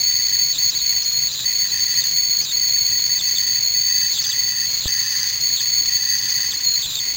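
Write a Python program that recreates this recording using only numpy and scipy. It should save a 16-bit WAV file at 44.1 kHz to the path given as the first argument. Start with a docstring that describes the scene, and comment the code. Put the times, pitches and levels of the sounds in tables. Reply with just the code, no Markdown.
"""A steel kettle on a gas ring in a tiled kitchen, heard close by on a small camera's microphone.
From the start the steam jet sings one fluttering high note over its own hiss and the burner's rumble.
At half a second the note begins to break into a lower, hoarse sputter; after 1.5 s it holds better.
More breaks crowd in just past 4 s, the camera gets one soft knock near 4.9 s, and a last sputter ends it.
Throughout, the camera samples slowly and unfiltered: overtones fold down, mirror tones appear above."""
import sys
import numpy as np
from scipy import signal
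from scipy.fft import rfft, irfft
from scipy.io import wavfile
from scipy.ndimage import uniform_filter1d

SR = 44100
rng = np.random.default_rng(int(sys.argv[2]) if len(sys.argv) > 2 else 0)


def generate_wav(sig):
    """Save sig (samples, or channels by samples) to the path in sys.argv[1] as 16-bit PCM at SR."""
    pcm = np.round(np.clip(np.atleast_2d(sig).T, -1, 1) * 32767).astype(np.int16)
    wavfile.write(sys.argv[1], SR, pcm)


N = 315756
TIME = np.arange(N) / SR

# pitch of the spout's note: time_s, pitch_hz
NOTE_PITCH = [(0, 4458), (1.0, 4417), (1.13, 4306), (1.21, 4430), (1.82, 4485), (2.27, 4410), (3.6, 4484),
              (3.66, 4315), (3.77, 4500), (4.08, 4530), (4.14, 4393), (4.28, 4654), (4.37, 4460),
              (4.55, 4573), (4.72, 4378), (4.98, 4556), (5.25, 4525), (5.41, 4416), (5.92, 4455),
              (6.04, 4546), (6.45, 4533), (6.72, 4345), (6.82, 4427), (7.16, 4450)]
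# relative level of the note between breaks: time_s, level_db
NOTE_LEVEL = [(0, -18.5), (0.26, -21.5), (0.48, -18.5), (1.12, -21), (1.21, -19.5), (1.8, -21.5),
              (2.17, -20.0), (2.63, -19.0), (3.33, -21), (3.73, -20), (4.62, -23.0), (4.9, -22.5),
              (5.33, -24.5), (5.45, -20.0), (5.92, -20.5), (6.0, -21.5), (6.61, -25), (6.68, -17),
              (6.8, -23.0), (7.16, -24.0)]
# unsteadiness of the jet, for whistle and hiss alike: time_s, turbulence_db
JET_TURBULENCE = [(0.0, -3), (0.36, 1), (0.47, -4.0), (0.59, 1), (1.28, -3.5), (2.05, 5), (2.18, -4),
                  (3.22, -0.5), (3.35, 1.5), (3.75, -3.5), (4.28, 6), (4.45, -1.5), (5.29, 7.5), (5.42, 0),
                  (5.8, 0), (6.45, 5.5), (6.68, -2), (6.8, 0), (7.16, 0.0)]


def whistle(sway_rate_hz=11, rebound_s=.25):
    """The steam jet sings a note with two overtones in the spout, giving way to sputter in the breaks."""
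    turbulence_db = curve(JET_TURBULENCE)
    # the boil sways pitch and level
    pitch_hz = curve(NOTE_PITCH) + 30 * undb(turbulence_db / 2) * flutter(sway_rate_hz)
    sway_db = 1.22 * flutter(sway_rate_hz)
    share, broken_hz, broken_turbulence_db = breaks(pitch_hz)
    phase, tone = jet(pitch_hz, undb(turbulence_db), wander_hz=54, wander_rate_hz=68,
                      jitter_hz=40, eddy_share=.68, eddy_rate_hz=95)
    spout_mode = dict(hz=4340, width_hz=830)
    tone = steady(resonate(resonate(tone, **spout_mode), **spout_mode))
    note = undb(curve(NOTE_LEVEL) + sway_db) * (tone + undb(-24.5) * np.sin(3 * phase))
    # turbulence drives the octave harder, and it flares as the note catches again after a break
    leak = 1 / (rebound_s * SR)
    lately_broken = signal.lfilter([leak], [1, leak - 1], share)
    octave_db = -41.5 + sway_db + .3 * turbulence_db + 5 * lately_broken + 1.3 * flutter(38)
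    # it also flares when the warble sweeps it through its air mode, and is first to go in a break
    octave_ring = unit(resonate(np.sin(2 * phase), hz=9130, width_hz=190))
    octave = undb(octave_db) * (1 - share) * octave_ring
    hoarse = undb(-26.3) * sputter(broken_hz, broken_turbulence_db)
    return undb(2) * (np.sqrt(1 - share) * (note + octave) + np.sqrt(share) * hoarse)


def jet(hz, turbulence, wander_hz, wander_rate_hz, jitter_hz, eddy_share, eddy_rate_hz):
    """Phase and sound of a jet tone: boiling warbles it, turbulence shakes it (depths at turbulence 1)."""
    warble = np.sqrt(turbulence) * wander_hz * flutter(wander_rate_hz)
    shake = turbulence * jitter_hz * flutter(300)
    phase = 2 * np.pi * np.cumsum(hz + warble + shake) / SR
    # stray eddies beat against the tone and at times almost cancel it
    eddies = flutter(eddy_rate_hz) + .5j * flutter(eddy_rate_hz)
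    swing = 1 + eddy_share * turbulence ** .63 * eddies
    swing /= np.sqrt(1 + np.abs(.7 * swing) ** 2)  # a self-driven oscillation saturates
    return phase, np.imag(swing * np.exp(1j * phase))


# breaks in the note: start_s, end_s, landing_hz, power_share (0-1), turbulence_db
NOTE_BREAKS = [(0.52, 0.523, 5100, 0.7, 6), (0.529, 0.582, 3770, 0.94, 4.5), (.703, 0.718, 4950, 1, 2),
               (0.716, 0.745, 3900, 1, 2.5), (0.778, 0.81, 3900, 0.7, 0.5), (1.03, 1.046, 4900, 0.9, 3),
               (1.282, 1.338, 3850, 0.99, 3), (1.324, 1.345, 4750, 0.94, 7), (1.349, 1.445, 3850, 0.98, 3),
               (1.677, 1.713, 3990, 0.94, -2.5), (2.016, 2.038, 3500, 0.32, -4.5),
               (2.417, 2.454, 4900, 0.9, -2), (2.455, 2.517, 3700, 0.94, 0), (3.192, 3.212, 3345, 1, -4),
               (3.36, 3.383, 3380, 0.72, -0.5), (4.132, 4.147, 5050, .65, 5),
               (4.139, 4.188, 3550, 0.78, 4.5), (4.224, 4.242, 5230, .77, 4), (4.244, 4.258, 3200, .55, 5),
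               (4.27, 4.297, 4930, 0.22, -5), (4.304, 4.326, 3400, .75, 1),
               (4.817, 4.878, 3900, 0.88, 10.5), (5.566, 5.606, 3520, 0.78, 7),
               (6.512, 6.53, 3450, 0.73, 6), (6.824, 6.867, 3467, 0.72, 7), (6.867, 6.954, 3785, 1, 2.5),
               (6.957, 6.998, 3470, 0.94, 1)]


def breaks(note_hz, slide_share=.42):
    """Share of the jet's power that has left the note, the pitch it jumps to, and its turbulence in dB."""
    share, hz, turbulence_db = np.zeros(N), note_hz.copy(), np.zeros(N)
    for start_s, end_s, landing_hz, power_share, break_db in NOTE_BREAKS:
        share[(TIME >= start_s) & (TIME < end_s)] = power_share
        since = TIME >= start_s - .004
        # a drop jumps most of the way and slides through the rest
        drop_hz = max(np.interp(start_s, TIME, note_hz) - landing_hz, 0)
        slide_hz = [landing_hz + slide_share * drop_hz, landing_hz]
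        hz[since] = np.interp(TIME[since], [start_s, end_s], slide_hz)
        turbulence_db[since] = break_db
    return np.clip(uniform_filter1d(share, size=120), 0, 1), hz, turbulence_db


def sputter(pitch_hz, turbulence_db):
    """Hoarse tone of the broken jet; the deepest breaks land on the spout's low air mode and chirp."""
    _, hoarse = jet(pitch_hz, undb(turbulence_db), wander_hz=60, wander_rate_hz=90,
                    jitter_hz=80, eddy_share=.6, eddy_rate_hz=180)
    return unit(hoarse + undb(-3) * resonate(hoarse, hz=3400, width_hz=200))


# relative spectrum of the hiss at the spout: frequency_hz, density_db
HISS_SPECTRUM = [(700, -31.5), (1000, -6.5), (1400, -8.5), (1900, -1.5), (2200, -9.5), (2500, 1.5),
                 (2850, -1.5), (3500, 2), (4050, 1.5), (4800, 4.5), (5400, 0), (5600, -19)]


def steam():
    """Hiss of the jet; turbulence strengthens it and blows a breathy band just above the note."""
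    turbulence_db = curve(JET_TURBULENCE)
    hiss = noise(HISS_SPECTRUM) * undb(-35.3 + .25 * turbulence_db + 1.35 * flutter(45))
    band = dict(hz=4780, width_hz=380)
    breath = unit(resonate(resonate(rng.standard_normal(N), **band), **band))
    return hiss + breath * undb(-38 + 1.2 * turbulence_db + 3.4 * flutter(32))


def knock(time_s=4.8575, contact_s=.00025, yield_s=.00082, body_hz=42, ring_s=.0051):
    """Right at the microphone: a brief contact and a softer push on the camera, which swings back once."""
    click = np.exp(-np.abs(TIME - time_s) / contact_s)
    push = np.exp(-np.abs(TIME - time_s) / yield_s)
    t = TIME[:4096]
    body_ring = np.exp(-t / ring_s) * np.cos(2 * np.pi * body_hz * t + np.pi / 3)
    swing = signal.fftconvolve(push / push.sum(), body_ring)[:N]
    return -(undb(-17) * click + undb(-8) * swing)


# relative spectrum of the gas flame: frequency_hz, density_db
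FLAME_SPECTRUM = [(13, -47.5), (22, -18.5), (34, -7.5), (49, -4.5), (63, -4.5), (76, -18.5), (114, 0),
                  (153, -5.5), (179, -11), (244, -18), (281, -11), (349, -16), (377, -16), (747, -19),
                  (900, -16), (1170, -39), (1980, -120)]


def burner(level_db=-46):
    """Low, flickering roar of the gas ring under the kettle."""
    return noise(FLAME_SPECTRUM) * undb(level_db + 1.5 * flutter(12))


def kitchen(direct, early_db=-17, early_s=.005, tail_db=-16, t60_s=.1):
    """Close to the kettle the direct sound leads; quick echoes off hob and tiles and a short tail follow."""
    t = TIME[:SR // 2]
    early, tail = rng.standard_normal((2, len(t))) * (t > .002)
    early *= np.exp(-t / early_s)
    tail *= undb(-60 * t / t60_s)
    response = undb(early_db) * early / np.linalg.norm(early) + undb(tail_db) * tail / np.linalg.norm(tail)
    return direct + signal.fftconvolve(direct, response)[:N]


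def undb(db):
    """Decibels to gain."""
    return 10 ** (np.asarray(db) / 20)


def unit(x):
    """Scale to rms 1."""
    return x / np.sqrt(np.mean(x ** 2))


def steady(x, span_s=.12):
    """Scale so that the running rms stays at 1."""
    return x / np.sqrt(uniform_filter1d(x ** 2, int(span_s * SR)) + 1e-12)


def curve(table):
    """A table of time_s, value at every sample."""
    return np.interp(TIME, *np.transpose(table))


def flutter(corner_hz):
    """Random motion of spread 1, mostly in the three octaves below the corner."""
    f = np.arange(N // 2 + 1) * SR / N / corner_hz
    return unit(irfft(rfft(rng.standard_normal(N)) * f / (f + .193) / (1 + f ** 2), N))


def noise(spectrum):
    """Noise of rms 1, coloured by a table of frequency_hz, density_db."""
    hz, db = np.transpose(spectrum)
    f = np.arange(N // 2 + 1) * SR / N + 1e-3
    gain = undb(np.interp(np.log(f), np.log(hz), db, left=-80, right=-80))
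    return unit(irfft(rfft(rng.standard_normal(N)) * gain, N))


def resonate(x, hz, width_hz):
    """One resonance, gain 1 at its centre."""
    return signal.lfilter(*signal.iirpeak(hz, hz / width_hz, fs=SR), x)


def scene():
    """Kettle, knock and flame at one microphone near the hob."""
    return (kitchen(whistle()) + steam() + knock() + burner())[None]


def record(dry, hold_samples=4, top_hz=15800):
    """The camera's slow sample and hold folds overtones down and mirrors every tone upward, to top_hz."""
    held = np.repeat(dry[:, ::hold_samples], hold_samples, axis=1)[:, :N]
    return signal.sosfilt(signal.ellip(10, .2, 80, top_hz, fs=SR, output="sos"), held)


dry = scene()
out = record(dry)
generate_wav(out)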